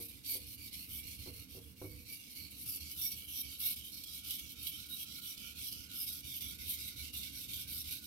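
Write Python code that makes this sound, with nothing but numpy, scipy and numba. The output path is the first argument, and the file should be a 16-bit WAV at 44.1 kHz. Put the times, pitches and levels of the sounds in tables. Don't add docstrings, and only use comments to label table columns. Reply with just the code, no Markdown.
import sys
import numpy as np
from scipy import signal
from scipy.fft import rfft, irfft, next_fast_len
from scipy.io import wavfile
from scipy.ndimage import uniform_filter1d, map_coordinates
from numba import njit

SR = 44100
rng = np.random.default_rng(int(sys.argv[2]) if len(sys.argv) > 2 else 0)


def digitize_waveform(pressure):
    field = np.atleast_2d(pressure).T
    bounded = np.clip(field, -1, 1)
    quanta = np.round(bounded * 32767).astype(np.int16)
    wavfile.write(sys.argv[1], SR, quanta)


N = 355446
TIME = np.arange(N) / SR

# start_s, hiss_db, rasp_db, lean_db (pressure gained from start to end),
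# swell_db (extra pressure in mid-pass), shake_db (peak shaking of the plank),
# ring_hz (mode of the free blade), bend_db (bending note)
PASSES = [(-0.04, -48, -59.5, -3, 3, -64.5, 4200.0, -109), (0.08, -57, -63.5, -3, -2.5, -59.5, 3700, -101),
          (0.232, -43, -52.0, 7, 14, -61, 4700, -106), (0.395, -51, -59, 6.5, -7.5, -59, 4170, -93.0),
          (0.563, -52.5, -58.5, 5, 7, -58.5, 4400, -95), (0.71, -50.5, -57.5, 6, 4, -61.5, 4230, -91),
          (0.875, -44.5, -56.5, 6, 7, -55, 3100, -85), (1.025, -50, -56, 7, -2, -56.0, 4270, -95),
          (1.175, -52.5, -57.0, -1, -1, -53, 4300, -93.0), (1.315, -55, -61, 6, 9, -55, 4270, -83),
          (1.47, -55.5, -62, 6, 7, -60.5, 4450, -96), (1.605, -58.5, -67, -3, 3.0, -61, 3300, -89),
          (1.75, -56.5, -65, 10, 1, -63, 4400, -96), (1.89, -56, -64, 3.0, -6, -54.5, 4650, -104),
          (2.045, -51.5, -58, 7.0, 5, -64.5, 4590.0, -97), (2.19, -54, -59.5, 8.5, -8, -68.5, 4080, -95),
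          (2.345, -51, -56, -8, 2.0, -58.5, 4400, -87.0), (2.5, -51.5, -60, 14, -7, -58.5, 4140, -90),
          (2.646, -43.5, -54, -1, 7, -58.5, 4650, -78), (2.8, -49.5, -54.5, 1, -6, -58.5, 4500, -86.0),
          (2.95, -40.5, -52.5, 9, 4.5, -58.5, 3500, -79), (3.1, -49, -56.5, -4, -4.5, -60.5, 4430, -85),
          (3.267, -43, -52, 17, -0.5, -62, 3430, -84), (3.425, -50.0, -55.0, -2.0, -0.5, -61.5, 4530, -81),
          (3.591, -41, -50, -3.5, 10.5, -60.5, 3770.0, -75.5), (3.76, -50, -55.5, 2, -10, -62.5, 3520, -89),
          (3.91, -52, -57, -11, 6, -62, 4500, -85), (4.055, -50.5, -55, 3, 3, -64, 3940, -78.5),
          (4.227, -45.0, -51.5, 16, -0.5, -61, 3630, -73.5),
          (4.375, -50.5, -55.5, -4, -7, -59.5, 2980, -82.0), (4.545, -48, -54, 21.5, 0, -60, 3800, -77),
          (4.71, -49.5, -54.0, -7.0, 2, -62, 3570, -76), (4.883, -45, -53, 3.5, 0, -62.5, 3800, -77.5),
          (5.055, -50, -53.5, 7, 0, -60.5, 4080, -73), (5.213, -48, -54, -7, 4, -64, 3750.0, -76.0),
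          (5.365, -52, -54.5, 9, 5, -57.5, 2980, -74.5), (5.539, -46, -52.5, 15, 4, -61.5, 3900, -78),
          (5.71, -50.5, -55, -8.5, -7, -57.5, 4720, -77.5), (5.881, -44, -52, 20, 5, -59.0, 3630, -73.5),
          (6.06, -46, -54, -6, -7, -59, 3640, -76.5), (6.22, -47.5, -53.5, 12, 7.5, -58.5, 3630, -84),
          (6.403, -50, -53.5, -19, 2, -55, 3640, -75.5), (6.579, -46.0, -52.5, 12, -2.5, -55.5, 3730, -82),
          (6.766, -48, -53, -9, 6.5, -57.5, 3730, -76), (6.953, -51.5, -54, -9, 8, -54.5, 3830.0, -80),
          (7.129, -47.5, -51.5, -4.0, -4, -55.0, 3730, -76.5),
          (7.317, -47.5, -54.0, -1, 4, -56, 3750.0, -75.5), (7.48, -46.5, -52, 2, 3, -52, 3680, -76),
          (7.657, -45.5, -53, 13, 1.0, -54, 3730, -73.5), (7.834, -48, -53, 5.5, 2, -56.5, 3810.0, -76.0),
          (8.001, -53, -58.5, 2.0, 1.0, -62, 3880, -77)]
LAST_STOP_S = 8.17
TURN_DB = -9


def undb(db):
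    return 10 ** (np.asarray(db) / 20)


def unit(x):
    return x / np.sqrt(np.mean(x ** 2))


def curves(rows):
    s, *columns = np.transpose(rows)
    return [np.interp(TIME, s, column) for column in columns]


def colour(x, points, share=1):
    hz, db = np.transpose(points)
    size = next_fast_len(N + 8192)
    bins_hz = np.maximum(np.fft.rfftfreq(size, 1 / SR), 1)
    gain = undb(share * np.interp(np.log(bins_hz), np.log(hz), db))
    return irfft(rfft(x, size) * gain, size)[..., :N]


@njit
def resonate(x, hz, width):
    y, band, low = np.empty(len(x)), 0., 0.
    for i in range(len(x)):
        g, damping = np.tan(np.pi * hz[i] / SR), width / hz[i]
        v = (band + g * (x[i] - low)) / (1 + g * (g + damping))
        low = low + 2 * g * v
        band = 2 * v - band
        y[i] = damping * v
    return y


def walk(rate):
    knots = rng.standard_normal(8192)
    return unit(np.interp(TIME * rate, np.arange(len(knots)), knots))


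def knife(judder_db=1.8, rasp_judder_db=0.5, chatter_db=-0.5, hiss_gain_db=-0.5, rasp_gain_db=1.0,
          bite_hiss_db=-1, bite_rasp_db=-5):
    hiss_db, rasp_db = uniform_filter1d(scraping(), SR // 80)
    pressure_db = np.clip(hiss_db - uniform_filter1d(hiss_db, SR // 3), -6, 9)
    judder, surge = catches(), bites()
    force = edge(spot_grains_per_s=2400, scatter_db=-1.5) * undb(chatter_db * walk(520))
    hiss = undb(hiss_db + hiss_gain_db + judder_db * judder) + undb(bite_hiss_db) * surge
    rasp = undb(rasp_db + rasp_gain_db + rasp_judder_db * judder) + undb(bite_rasp_db) * surge
    return hiss * grinding(force, pressure_db) + rasp * blade(force, pressure_db)


def passes():
    push_attack_s, push_release_s = 0.016, 0.016
    return_attack_s, return_release_s = 0.0047, 0.026
    turns = np.append(np.array(PASSES)[:, 0], LAST_STOP_S)
    number = np.searchsorted(turns, TIME) - 1
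    age, left = TIME - turns[number], turns[number + 1] - TIME
    is_return = number % 2
    attack = np.where(is_return, return_attack_s, push_attack_s)
    release = np.where(is_return, return_release_s, push_release_s)
    speed = np.tanh(age / attack) * np.tanh(left / release)
    return number, age / (age + left), speed


def scraping():
    rasp_follows = 0.47
    number, progress, speed = passes()
    _, hiss_db, rasp_db, lean_db, swell_db, *_ = np.array(PASSES)[number].T
    mid_pass = np.sin(np.pi * progress) - 2 / np.pi
    press_db = lean_db * (progress - .5) + swell_db * mid_pass
    return np.array([hiss_db + press_db, rasp_db + rasp_follows * press_db]) + TURN_DB * (1 - speed)


def catches(per_s=28, release_s=0.022):
    jumps = (rng.random(N) < per_s / SR) * (1 + rng.random(N))
    grip = signal.lfilter([1], [1, -np.exp(-1 / (release_s * SR))], jumps)
    return unit(grip - grip.mean())


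def bites():
    # start_s, level_db (ahead of rise, decay and gains), length_s
    bite_rows = [(0.244, -64, 0.0082), (0.728, -51, 0.031), (2.663, -62, 0.011), (3.013, -48.5, 0.079),
                 (3.116, -52, 0.016), (3.723, -52, 0.0094), (4.035, -45, 0.013), (4.071, -55, 0.0099),
                 (4.305, -45, 0.017), (4.392, -48, 0.01), (4.667, -43, 0.011), (5.028, -50, 0.0053),
                 (5.376, -51, 0.0091), (5.722, -51.5, .014), (6.072, -53, 0.037), (6.413, -66, 0.017),
                 (7.147, -57, 0.0066), (7.23, -55, 0.036), (7.533, -45, 0.011), (7.909, -52, 0.026)]
    rise_s = .002
    surge = np.zeros(N)
    for start_s, level_db, length_s in bite_rows:
        age = np.maximum(TIME - start_s, 0)
        decay = np.exp(-np.minimum(age / length_s, 10) ** 2)
        surge += undb(level_db) * np.minimum(age / rise_s, 1) * decay
    return surge


def grit(grains_per_s, scatter_db):
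    struck = rng.random(N) < grains_per_s / SR
    size = rng.standard_normal(N) * undb(scatter_db * rng.standard_normal(N))
    return unit(struck * size)


def edge(spot_grains_per_s, scatter_db, path_t60=0.013, count=8):
    return unit(sum(tiles(grit(spot_grains_per_s, scatter_db), path_t60) for _ in range(count)))


def shifting(x, patchy_db, patch_hz=149.0, turns_per_s=16.):
    hz, s, frames = signal.stft(x, SR, nperseg=1024)
    where = np.meshgrid(hz / patch_hz, s * turns_per_s, indexing="ij")
    pattern = unit(map_coordinates(rng.standard_normal((256, 256)), where, order=1, mode="wrap"))
    return signal.istft(frames * undb(patchy_db * pattern), SR, nperseg=1024)[1][:, :N]


def grinding(force, pressure_db, patchy_db=2.96, keen_hz=13400.0, keen_width_hz=4600.0, keen_db=-9,
             keen_by_pressure=0.84):
    # pitch_hz, level_db
    hiss_colour = [(4000, -54), (6500, -35.5), (7700, -21.5), (8500, -11), (9700, -3.5), (10800, -0.5),
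                   (12300, -1), (13600, -5), (14500, -4), (15800, -10.5)]
    top = np.array([resonate(ear, np.full(N, keen_hz), keen_width_hz) for ear in force])
    keen = undb(keen_db + keen_by_pressure * pressure_db)
    mixed = (force + keen * top) / (1 + keen / 2)
    return unit(colour(shifting(mixed, patchy_db), hiss_colour))


def blade(force, pressure_db, drift=0.0094, wander_db=4.0, slide_db=3.5, slide_width_hz=260.0,
          slide_by_pressure=0.45, patchy_db=3.0):
    # time_s, place (0 heel, 1 belly, 2 tip)
    contact = [(0, 0), (.85, 0.49), (.95, .67), (1.08, 0), (2.4, 0.0083), (2.75, 0.63), (3.6, 1.47),
               (5.5, 1.16), (6.1, 1.43), (6.5, 0.28)]
    # pitch_hz, width_hz,
    # heel_db, belly_db, tip_db, by_pressure (dB gained per dB of pressure)
    modes = [(2073, 154, 10.5, -8, -39, -0.36), (2270, 25.5, 10, 8.5, 7, 0.1),
             (2785, 45, 2, -2.5, -4, -0.4), (3046, 210, -21, 2.5, -10, -0.4), (3350, 150, -58, -5, 1, 0.3),
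             (3803, 17, -56, 4, 16, 1.05), (4200, 73, -21, -20, 5, 0.6), (4620, 94, -10, 3.5, -20, 0),
             (5064, 180, -4.5, 3, 5, 0.5), (5610, 96, -12, 10.5, -18, 1.24)]
    # pitch_hz, level_db
    rasp_colour = [(500, -45), (1000, -28), (1880, -24.5), (2150, -10.5), (2500, -7.5), (2800, -1.5),
                   (3500, -1), (5600, -2), (6300, -3.5), (7500, -8.5), (9000, -11.5), (12000, -40)]
    place, = curves(contact)
    slide_hz = free_ring()
    slide_gain = undb(slide_db + slide_by_pressure * pressure_db)
    ring = force + slide_gain * np.array([resonate(ear, slide_hz, slide_width_hz) for ear in force])
    for hz, width, *place_db, by_pressure in modes:
        mode_db = np.interp(place, np.arange(3), place_db)
        gain = undb(mode_db + by_pressure * pressure_db + wander_db * walk(13))
        centre = hz * (1 + drift * walk(12))
        ring = ring + np.array([resonate(gain * ear, centre, width) for ear in force])
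    ring = colour(shifting(ring, patchy_db), rasp_colour)
    power = uniform_filter1d(np.mean(ring ** 2, axis=0), SR // 20)
    return ring / np.sqrt(power)


def free_ring(wander=0.011):
    number, _, _ = passes()
    *_, hz, _ = np.array(PASSES)[number].T
    return uniform_filter1d(hz, SR // 15) * (1 + wander * walk(18))


def flex(width_hz=147.0, gain_db=-0.3, wander_db=2.5):
    hz, db = bending()
    ears = []
    for _ in range(2):
        once = resonate(grit(grains_per_s=6000, scatter_db=-4.0), hz, width_hz)
        ears.append(resonate(once, hz, width_hz))
    return undb(db + gain_db + wander_db * walk(22)) * unit(np.array(ears))


def bending(wander_hz=22.):
    # time_s, pitch_hz
    bend = [(2.5, 1310), (4.25, 1380), (5.3, 1390), (6.1, 1394), (6.4, 1394), (7.1, 1410), (7.4, 1480),
            (8.06, 1426)]
    swing_hz, swing_db = 43.5, 3.5
    number, progress, speed = passes()
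    *_, bend_db = np.array(PASSES)[number].T
    hz, = curves(bend)
    travel = np.cos(np.pi * (number + progress))
    db = uniform_filter1d(bend_db + swing_db * travel + TURN_DB * (1 - speed), SR // 60)
    return hz + swing_hz * travel + wander_hz * walk(16), db


def scatter(t60):
    t = TIME[:int(t60 * SR) + 8]
    burst = rng.standard_normal((2, len(t))) * np.exp(-np.log(1000) * t / t60)
    return burst / np.sqrt(np.sum(burst ** 2, axis=1, keepdims=True))


def tiles(x, t60):
    return signal.oaconvolve(np.atleast_2d(x), scatter(t60), axes=1)[:, :N]


def plank(thrum_gain_db=0, basin_db=-64.0, basin_follows=0.22):
    # pitch_hz, level_db
    thrum_colour = [(22, -53), (32, -36), (42, -12), (56, -14), (68, 0), (76, 1.5), (86, -11.5), (112, -8),
                    (150, -20), (250, -57.5)]
    # pitch_hz, level_db
    basin_colour = [(80, -18), (115, 0.5), (150, 1.5), (200, 4.5), (245, 2.5), (270, 3.5), (297, 4.5),
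                    (328, -6), (362, -9), (400, -14), (435, -10), (465, -8.5), (495, -10), (570, -20),
                    (800, -30), (2000, -25)]
    shake_db = shaking()
    thrum = unit(colour(rng.standard_normal(N), thrum_colour))
    basin = unit(colour(grit(grains_per_s=3700, scatter_db=0.5), basin_colour))
    basin_level_db = basin_db + basin_follows * (shake_db - shake_db.mean())
    return undb(shake_db + thrum_gain_db) * thrum + undb(basin_level_db) * basin


def shaking():
    swell_db, skew = 8.5, 0.55
    number, progress, _ = passes()
    *_, peak_db, _, _ = np.array(PASSES)[number].T
    swell = np.sin(np.pi * progress ** skew) - 1
    return uniform_filter1d(peak_db + swell_db * swell, SR // 40)


def knocks(gain_db=-4, thud_db=-8, thud_t60=0.15, detune=0.036):
    # start_s, level_db (ahead of gain_db),
    # hardness_hz (low-pass cutoff of the contact)
    blows = [(.001, -50.5, 740), (0.339, -56, 600), (.354, -49, 670), (1.262, -51.5, 1200),
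             (1.273, -47.5, 900), (1.55, -51, 600), (1.571, -49, 680), (1.816, -43, 1080),
             (1.826, -52, 1090), (1.843, -45, 555), (1.856, -49, 452)]
    # pitch_hz (ahead of detuning), level_db (relative), t60_s
    sink = [(101.7, -5, 0.8), (167, -6.5, 0.24), (292.6, -5.5, 0.52), (379, 3, 0.098), (449, -13, 0.63),
            (492, -3.5, 0.25), (513, -40, .1), (639, -17, 0.33), (890, -67, .16), (890, -28, 0.056),
            (1144, -23, 0.48), (1290, -37, 0.22), (1355, -16, 0.15)]
    out, t = np.zeros(N + SR), TIME[:SR // 2]
    hz, mode_db, t60 = np.transpose(sink)[:, :, None]
    thud_band = signal.butter(2, [250, 1200], "band", fs=SR, output="sos")
    for start_s, level_db, hardness_hz in blows:
        tuned = hz * (1 + detune * rng.standard_normal(hz.shape))
        decay = np.exp(-np.log(1000) * t / t60)
        ring = np.sum(undb(mode_db) * decay * np.sin(2 * np.pi * tuned * t), axis=0)
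        thud = unit(signal.sosfilt(thud_band, rng.standard_normal(len(t))))
        blow = ring + undb(thud_db) * thud * np.exp(-np.log(1000) * t / thud_t60)
        softness = signal.butter(2, hardness_hz, fs=SR, output="sos")
        start = int(start_s * SR)
        out[start:start + len(t)] += undb(level_db + gain_db) * signal.sosfilt(softness, blow)
    return out[:N]


def kitchen(level_db=-73):
    # pitch_hz, level_db
    kitchen_colour = [(20, -10), (32, -25), (50, -2), (120, -4.5), (300, -24.5), (700, -22), (2000, -26.5),
                      (16000, -59)]
    return undb(level_db) * unit(colour(rng.standard_normal((2, N)), kitchen_colour))


def scene(room_db=-13, room_t60=0.096, spread_db=-9):
    # pitch_hz, level_db
    ears = [(60, -7), (300, -8), (800, -1), (1400, -11.5), (1850, -1.5), (2250, -20), (2900, -10.5),
            (3750, -13), (5700, -9), (7200, -2), (8500, 16), (9800, 9), (11200, -1), (13300, -5),
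            (15500, 0)]
    steel = knife() + flex()
    steel = steel + undb(room_db) * tiles(steel, room_t60)
    side = colour(plank() + knocks(), [(70, -5.5), (250, -4), (600, 6.5)])
    opposed = np.array([[1], [-1]]) * side
    body = plank() + knocks() + undb(spread_db) * opposed
    left, right = steel + body
    return np.array([colour(left, ears, share=0.37), colour(right, ears, share=-.5)]) + kitchen()


def record(dry):
    return signal.sosfilt(signal.ellip(12, .2, 70, 15800, fs=SR, output="sos"), dry)


dry = scene()
out = record(dry)
digitize_waveform(out)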